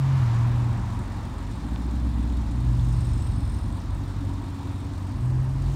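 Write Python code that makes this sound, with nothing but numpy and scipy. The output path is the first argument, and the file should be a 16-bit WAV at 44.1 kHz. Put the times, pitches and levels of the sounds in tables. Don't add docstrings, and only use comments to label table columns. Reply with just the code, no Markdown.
import sys
import numpy as np
from scipy import signal
from scipy.io import wavfile

SR = 44100
rng = np.random.default_rng(int(sys.argv[2]) if len(sys.argv) > 2 else 0)


def voltage_ratio(level):
    return 10 ** (np.asarray(level, float) / 20)


def log_audio(samples):
    frames = np.atleast_2d(samples).T
    limited = np.clip(frames, -1, 1)
    pcm = np.round(limited * 32767).astype(np.int16)
    wavfile.write(sys.argv[1], SR, pcm)


N = 253575

# (time [s], half firing rate [Hz], level [dB], load [0 idle, 1 pulling, 2 stabbed])
FLAT_SIX_TRACK = [(0.0, 22.8, -44, .3), (0.36, 23.5, -42, .2), (1.0, 22.9, -42.5, 0), (1.44, 23.1, -41, .6),
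                  (1.8, 22.5, -44, 1), (2.52, 20.9, -39, .55), (2.7, 24.5, -39, .8), (2.88, 26.0, -34.5, 1),
                  (3.06, 23.7, -30, 1.1), (3.24, 21.9, -29.5, 1), (3.6, 21.8, -32.5, 1),
                  (3.96, 22.8, -40.5, .9), (4.2, 23.4, -58, .6), (4.5, 23.9, -60, .3),
                  (4.75, 23.1, -43, 1.6), (5.04, 22.1, -39.5, .8), (5.4, 20.5, -35, 1.9),
                  (5.75, 27, -39, 2)]
# (multiple [-], level re leading order [dB])
FLAT_SIX_WEAK_ORDERS = [(2.5, -9), (3.5, -25), (5, -8.5), (6, -11), (8, -13.5), (10, -11)]
CYLINDER_TICK_DB = [0, -7.5, -2.5, -8.5, -1, -6.5]
# (time [s], level [dB])
BAY_NEARNESS = [
    (0, -1.5),
    (1.36, 1.5),
    (1.63, 2),
    (2.67, 2),
    (3.4, 2),
    (3.8, 0),
    (4.32, 2),
    (4.8, 3),
    (5.45, -15),
    (5.75, -0.5),
]
# (centre [Hz], width [Hz], level [dB])
VALVE_MODES = [(3770, 190, -2), (3520, 120, -2), (3245, 140, -5), (4150, 160, -4.5), (5170, 240, -11.5),
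               (7120, 230, -8.5), (1970, 110, -12.5)]
# (centre [Hz], width [Hz], level [dB])
BELT_MODES = [(8470, 370, 3), (9200, 240, -7), (8170, 360, 1), (11900, 1200, -13)]
# (frequency [Hz], level per Hz [dB])
AIR_SPECTRUM = [(1470, -31), (2500, 1), (3270, -3.5), (3830, 2), (4970, -2), (7680, -5.5), (8480, -5.5),
                (10400, -12.5), (12300, -15.5), (15500, -16)]
# (time [s], firing rate [Hz], level [dB])
BLIPPER_TRACK = [(1.36, 46.8, 1), (1.52, 50, -7), (1.62, 54.5, -1.5), (1.8, 59.9, -2), (1.98, 62.7, 0),
                 (2.3, 60.9, .5), (2.46, 59.6, -2), (2.74, 57.2, 2.5), (3.04, 51.3, 3.5), (3.24, 50.2, -1),
                 (3.6, 49.0, 0), (3.96, 47.7, 0), (4.14, 47.4, 3), (4.32, 46.9, 1.5), (4.5, 45.9, -2),
                 (4.68, 46.5, 0), (5.04, 47.2, -1), (5.75, 48.0, -2.5)]
# (multiple [-], level re leading order [dB])
BLIPPER_WEAK_ORDERS = [(1.749, -23), (2.498, -21.5), (4, -21.5)]
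# (frequency [Hz], gain [dB])
BLIPPER_PIPE_GAIN = [(45, -39), (61, -25.5), (97, -35.5), (118, -47), (165, -42), (200, -45.5), (287, -54),
                     (345, -60)]
# (centre [Hz], width [Hz], level [dB])
TAILPIPE_MODES = [(224, 26, 0), (287, 26, -1), (178, 22, -5)]
BANK_PULSE_DB = [-14, -9, -4, -10, -17, -17, 0, -7]
BANK_PULSE_SIGN = [1, -1, -1, 1, -1, 1, 1, -1]
# (time [s], third of the drone [Hz], level [dB])
DRONE_TRACK = [(0.0, 45.1, -21.5), (0.18, 44.1, -21), (0.28, 38.6, -22), (0.58, 40.2, -22),
               (0.9, 37.7, -34), (1.26, 36.9, -41), (2.45, 36.6, -38.5), (2.58, 40.2, -30),
               (2.68, 40.5, -23.5), (3.06, 40.2, -27.5), (3.42, 36.4, -34), (3.6, 36.1, -43),
               (4.32, 35.5, -37.5), (4.86, 37.7, -43), (5.04, 37.9, -51), (5.25, 41.4, -22.5),
               (5.58, 44.7, -26.5), (5.75, 45.0, -29)]
# (multiple [-], level re leading order [dB])
DRONE_WEAK_ORDERS = [(4, -28)]
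# (frequency [Hz], level per Hz [dB])
RUMBLE_SPECTRUM = [(18, -18), (30, -10), (69, -5.5), (97, -2.5), (189, -12), (290, -8), (428, -33.5),
                   (600, -19.5), (780, -42.5), (1320, -120)]
# (time [s], peak [dB], centre [Hz], width as share of centre [-])
GRIT_SNAPS = [(1.513, -52, 3000, .8), (1.7605, -30, 3000, .5), (1.7604, -32, 900, 1.0),
              (2.300, -46, 3300, .12), (2.335, -45, 3700, .12), (2.517, -50, 3600, .8),
              (2.796, -42, 3450, .12), (2.886, -49, 5100, .3), (3.663, -44, 5000, 1.2),
              (3.804, -40, 5800, .25), (3.822, -45, 5000, .5), (5.431, -45, 11000, .45),
              (5.445, -50, 11800, .2)]
# (frequency [Hz], level per Hz [dB])
NEAR_ROAR_SPECTRUM = [(470, -33), (800, -8.5), (1040, 0.5), (1500, -8), (2020, -10), (2560, -12.5),
                      (2960, -15), (3580, -16.5), (4740, -21.5), (7000, -24.5), (9100, -64), (15400, -120)]
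# (frequency [Hz], level per Hz [dB])
HIGHWAY_SPECTRUM = [(220, -47), (380, -4), (498, -10.5), (554, -9), (678, -5), (797, -1), (944, 1.5),
                    (1070, -4), (1190, -3), (1530, -15.5), (1660, -8.5), (2400, -20.5), (3120, -36),
                    (5280, -120)]


def flat_six_exhaust(turns, level_db, load):
    stab_db = 19 * swell(5.5, .19, 0, .25)
    fourth_db = level_db + 8 - 13 * load
    second_db = level_db + 5 - 9 * np.minimum(load, 1) + stab_db + deep_dip_db()
    levels_db = [fourth_db, level_db, second_db]
    return exhaust(turns, (4, 3, 2), levels_db, FLAT_SIX_WEAK_ORDERS, flicker_db=.8)


def valve_gear(ticks, bay_db):
    return voltage_ratio(-63 + bay_db) * rattle(ticks, VALVE_MODES, steady=2.4)


def belt_chirr(ticks, bay_db):
    wakes_s = 0.45
    level_db = -68 + 0.12 * bay_db + 5.5 * belt_slip()
    return voltage_ratio(level_db) * np.minimum(seconds() / wakes_s, 1) * rattle(ticks, BELT_MODES, steady=0.22)


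def belt_squeal(firings, ticks):
    slip = belt_slip()
    slip_hz = 8520 + 220 * (seconds() - 2.62)
    hops = rng.uniform(-1, 1, (2, N // 100))[:, firings.astype(int)]
    voices = [   # (pitch [Hz], level [dB], width [Hz])
        (slip_hz - 300 + 500 * hops[0], -64.5, 140),
        (slip_hz + 230 + 250 * hops[1], -62.5, 120),
        (5270 + 40 * drift(9), -64, 100)]
    out = 0
    for pitch_hz, level_db, width_hz in voices:
        lowpass = signal.butter(2, width_hz, fs=SR, output="sos")
        a, b = signal.sosfilt(lowpass, rng.standard_normal((2, N)))
        phase = 2 * np.pi * np.cumsum(pitch_hz) / SR
        whistle = a * np.cos(phase) + b * np.sin(phase)
        out = out + voltage_ratio(level_db) * rms_one(whistle * (2.1 + rms_one(ticks)))
    range_db = 14
    return out * voltage_ratio(range_db * (slip - 1)) * np.minimum(10 * slip, 1)


def belt_catch():
    start_s, rise_hz_per_s = 3.15, 6500
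    hz = np.clip(7600 + rise_hz_per_s * (seconds() - start_s), 0, SR / 2)
    phase = 2 * np.pi * np.cumsum(hz + 120 * drift(60)) / SR
    return voltage_ratio(-59 + 4 * drift(40)) * swell(start_s, .03, .1, .05) * np.sin(phase)


def engine_air(ticks, bay_db, roar_db):
    puff_db = 2.5 * swell(2.59, .15, 0.3, .4)
    turn_db = 6 * swell(5.55, .25, 1, 1)
    level_db = -57.5 + 0.034 * bay_db + 0.23 * (roar_db - roar_db.min()) + puff_db + turn_db
    return voltage_ratio(level_db) * coloured(AIR_SPECTRUM, patchy_db=1.5) * rms_one(8.9 + rms_one(ticks))


def blipper_exhaust(turns, hz, level_db):
    pipe_hz, pipe_db = np.transpose(BLIPPER_PIPE_GAIN)
    mouth_db = 10 * swell(3.55, 1.0, .4, .25)
    levels_db = []
    for multiple, extra_db in [(1, deep_dip_db()), (2, 0), (3, 0), (6, mouth_db)]:
        gain_db = np.interp(np.log(multiple * hz), np.log(pipe_hz), pipe_db)
        levels_db.append(level_db + gain_db + extra_db)
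    arrives = np.clip((seconds() - 1.3) / .2, 0, 1)
    return arrives * exhaust(turns, (1, 2, 3, 6), levels_db, BLIPPER_WEAK_ORDERS, flicker_db=1.3)


def blipper_throb(turns):
    pulses = firing_gate(turns, BANK_PULSE_DB, rise=.02, decay=.04, scatter_db=1.5)
    pulses = pulses * np.array(BANK_PULSE_SIGN)[turns.astype(int) % 8]
    pull_db = 13.5 * swell(1.52, .12, .9, .4)
    idle_db = 4 * swell(2.95, .55, 1.7, .55)
    return voltage_ratio(-51 + pull_db + idle_db) * through_modes(pulses, TAILPIPE_MODES)


def drone_exhaust(hz, level_db):
    rasp_db = -55 + 11.5 * swell(.1, .22, .9, .5)
    levels_db = [level_db, -23 + .55 * level_db, rasp_db]
    return exhaust(turns_of(hz, wobble=.002), (3, 2, 5), levels_db, DRONE_WEAK_ORDERS, flicker_db=.9)


def exhaust_rumble(drone_db):
    level_db = -35.5 + 0.071 * (drone_db - drone_db.mean())
    return voltage_ratio(level_db) * coloured(RUMBLE_SPECTRUM, patchy_db=1.33)


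def grit():
    out, t = np.zeros(N), np.arange(400) / SR
    noises = rng.standard_normal((len(GRIT_SNAPS), 400))
    for (time_s, peak_db, hz, share), noise in zip(GRIT_SNAPS, noises):
        snap = (.5 * noise + 4 * (t == 0)) * np.exp(-t / .0005)
        snap = resonance(resonance(snap, hz, share * hz), hz, share * hz)
        lowpass = signal.butter(2, min((1 + share) * hz, 15000), fs=SR, output="sos")
        snap = signal.sosfilt(lowpass, snap)
        at = round(time_s * SR)
        out[at:at + 400] += voltage_ratio(peak_db) * snap / np.abs(snap).max()
    return out


def near_roar(roar_db):
    return voltage_ratio(roar_db) * coloured(NEAR_ROAR_SPECTRUM, patchy_db=-0.5)


def highway_roar():
    level_db = passing(closest_s=0.45, spread_s=0.55, closest_db=-43.5, steady_db=-49)
    return voltage_ratio(level_db) * coloured(HIGHWAY_SPECTRUM, patchy_db=1.4, count=5)


def whine():
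    return voltage_ratio(-92 + 3 * drift(3)) * np.sin(2 * np.pi * 14000 * seconds())


def deep_dip_db():
    return -17 * swell(4.45, .22, .03, .35)


def belt_slip():
    return swell(2.62, .4, .56, .22)


def turns_of(hz, wobble):
    return np.cumsum(hz * (1 + wobble * drift(6.2))) / SR


def exhaust(turns, multiples, levels_db, weak_orders, flicker_db):
    lines = [(k, db, flicker_db) for k, db in zip(multiples, levels_db)]
    lines += [(k, levels_db[0] + db, 2 * flicker_db) for k, db in weak_orders]
    out = 0
    for multiple, level_db, spread_db in lines:
        gain = np.sqrt(2) * voltage_ratio(level_db + spread_db * drift(6.6))
        out = out + gain * np.sin(2 * np.pi * (multiple * turns + rng.random()))
    return out


def firing_gate(firings, pattern_db, rise, decay, scatter_db):
    count, since = firings.astype(int), firings % 1
    strength_db = np.array(pattern_db)[count % len(pattern_db)]
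    strength_db = strength_db + scatter_db * rng.standard_normal(N // 100)[count]
    return voltage_ratio(strength_db) * (1 - np.exp(-since / rise)) * np.exp(-since / decay) * (1 - since)


def rattle(gate, modes, steady):
    return through_modes(rng.standard_normal(N) * (steady + rms_one(gate)), modes)


def through_modes(x, modes):
    out = 0
    for k, (hz, width_hz, level_db) in enumerate(modes):
        width_hz = 1.26 * width_hz
        out = out + (-1) ** k * voltage_ratio(level_db) * resonance(resonance(x, hz, width_hz), hz, width_hz)
    return rms_one(out)


def resonance(x, hz, width_hz):
    r = np.exp(-np.pi * width_hz / SR)
    zeros = np.array([1, 0, -1]) * (1 - r * r) / 2
    poles = [1, -2 * r * np.cos(2 * np.pi * hz / SR), r * r]
    return signal.lfilter(zeros, poles, x)


def coloured(spectrum, patchy_db, count=3):
    hz, level_db = np.transpose(spectrum)
    edges_hz = hz[0] * 2 ** np.arange(0, np.log2(hz[-1] / hz[0]) + 1 / count, 1 / count)
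    settle = SR // 4
    white, out = rng.standard_normal((2, N + settle)), 0
    for k, (low, high) in enumerate(zip(edges_hz, np.minimum(edges_hz[1:], .45 * SR))):
        band_db = np.interp(np.log(low * high) / 2, np.log(hz), level_db)
        if band_db > -55:
            bandpass = signal.butter(2, [low, high], "band", fs=SR, output="sos")
            band = signal.sosfilt(bandpass, white[k % 2])[settle:]
            out = out + band * voltage_ratio(band_db + patchy_db * drift(14.2))
    return rms_one(out)


def passing(closest_s, spread_s, closest_db, steady_db):
    near = 1 / (1 + ((seconds() - closest_s) / spread_s) ** 2)
    return 10 * np.log10(voltage_ratio(2 * closest_db) * near + voltage_ratio(2 * steady_db))


def swell(start_s, attack_s, hold_s, release_s):
    return np.interp(seconds(), np.cumsum([start_s, attack_s, hold_s, release_s]), [0, 1, 1, 0])


def drift(rate):
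    r = np.exp(-80 * np.pi * rate / SR)
    slow = signal.lfilter([1], [1, -2 * r, r * r], rng.standard_normal(N // 40 + 2002))[2000:]
    return np.interp(np.arange(N) / 40, np.arange(len(slow)), rms_one(slow))


def in_time(rows):
    time_s, *columns = np.transpose(rows)
    return [np.interp(seconds(), time_s, c) for c in columns]


def seconds():
    return np.arange(N) / SR


def rms_one(x):
    return x / np.sqrt(np.mean(x ** 2) + 1e-20)


def scene():
    six_hz, six_db, load = in_time(FLAT_SIX_TRACK)
    blip_hz, blip_db = in_time(BLIPPER_TRACK)
    drone_hz, drone_db = in_time(DRONE_TRACK)
    bay_db, = in_time(BAY_NEARNESS)
    roar_db = passing(closest_s=0.23, spread_s=0.23, closest_db=-43.5, steady_db=-53.5)
    six_turns, blip_turns = turns_of(six_hz, wobble=.001), turns_of(blip_hz, wobble=.001)
    firings = 2 * six_turns + .2
    ticks = firing_gate(firings, CYLINDER_TICK_DB, rise=.1, decay=.45, scatter_db=1.8)

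    exhaust_gain = voltage_ratio(.6)
    out = exhaust_gain * flat_six_exhaust(six_turns, six_db, load)
    out += valve_gear(ticks, bay_db)
    out += belt_chirr(ticks, bay_db) + belt_squeal(firings, ticks) + belt_catch()
    out += engine_air(ticks, bay_db, roar_db)
    out += exhaust_gain * blipper_exhaust(blip_turns, blip_hz, blip_db)
    out += blipper_throb(blip_turns)
    out += exhaust_gain * drone_exhaust(drone_hz, drone_db)
    out += exhaust_rumble(drone_db)
    out += grit()
    out += near_roar(roar_db) + highway_roar() + whine()
    return out[None]


def roll_off(x):
    return signal.sosfilt(signal.butter(12, 15640, fs=SR, output="sos"), x)


def record(dry):
    mix = signal.sosfilt(signal.butter(6, 33, "high", fs=SR, output="sos"), dry)
    return roll_off(mix)


dry = scene()
out = record(dry)
log_audio(out)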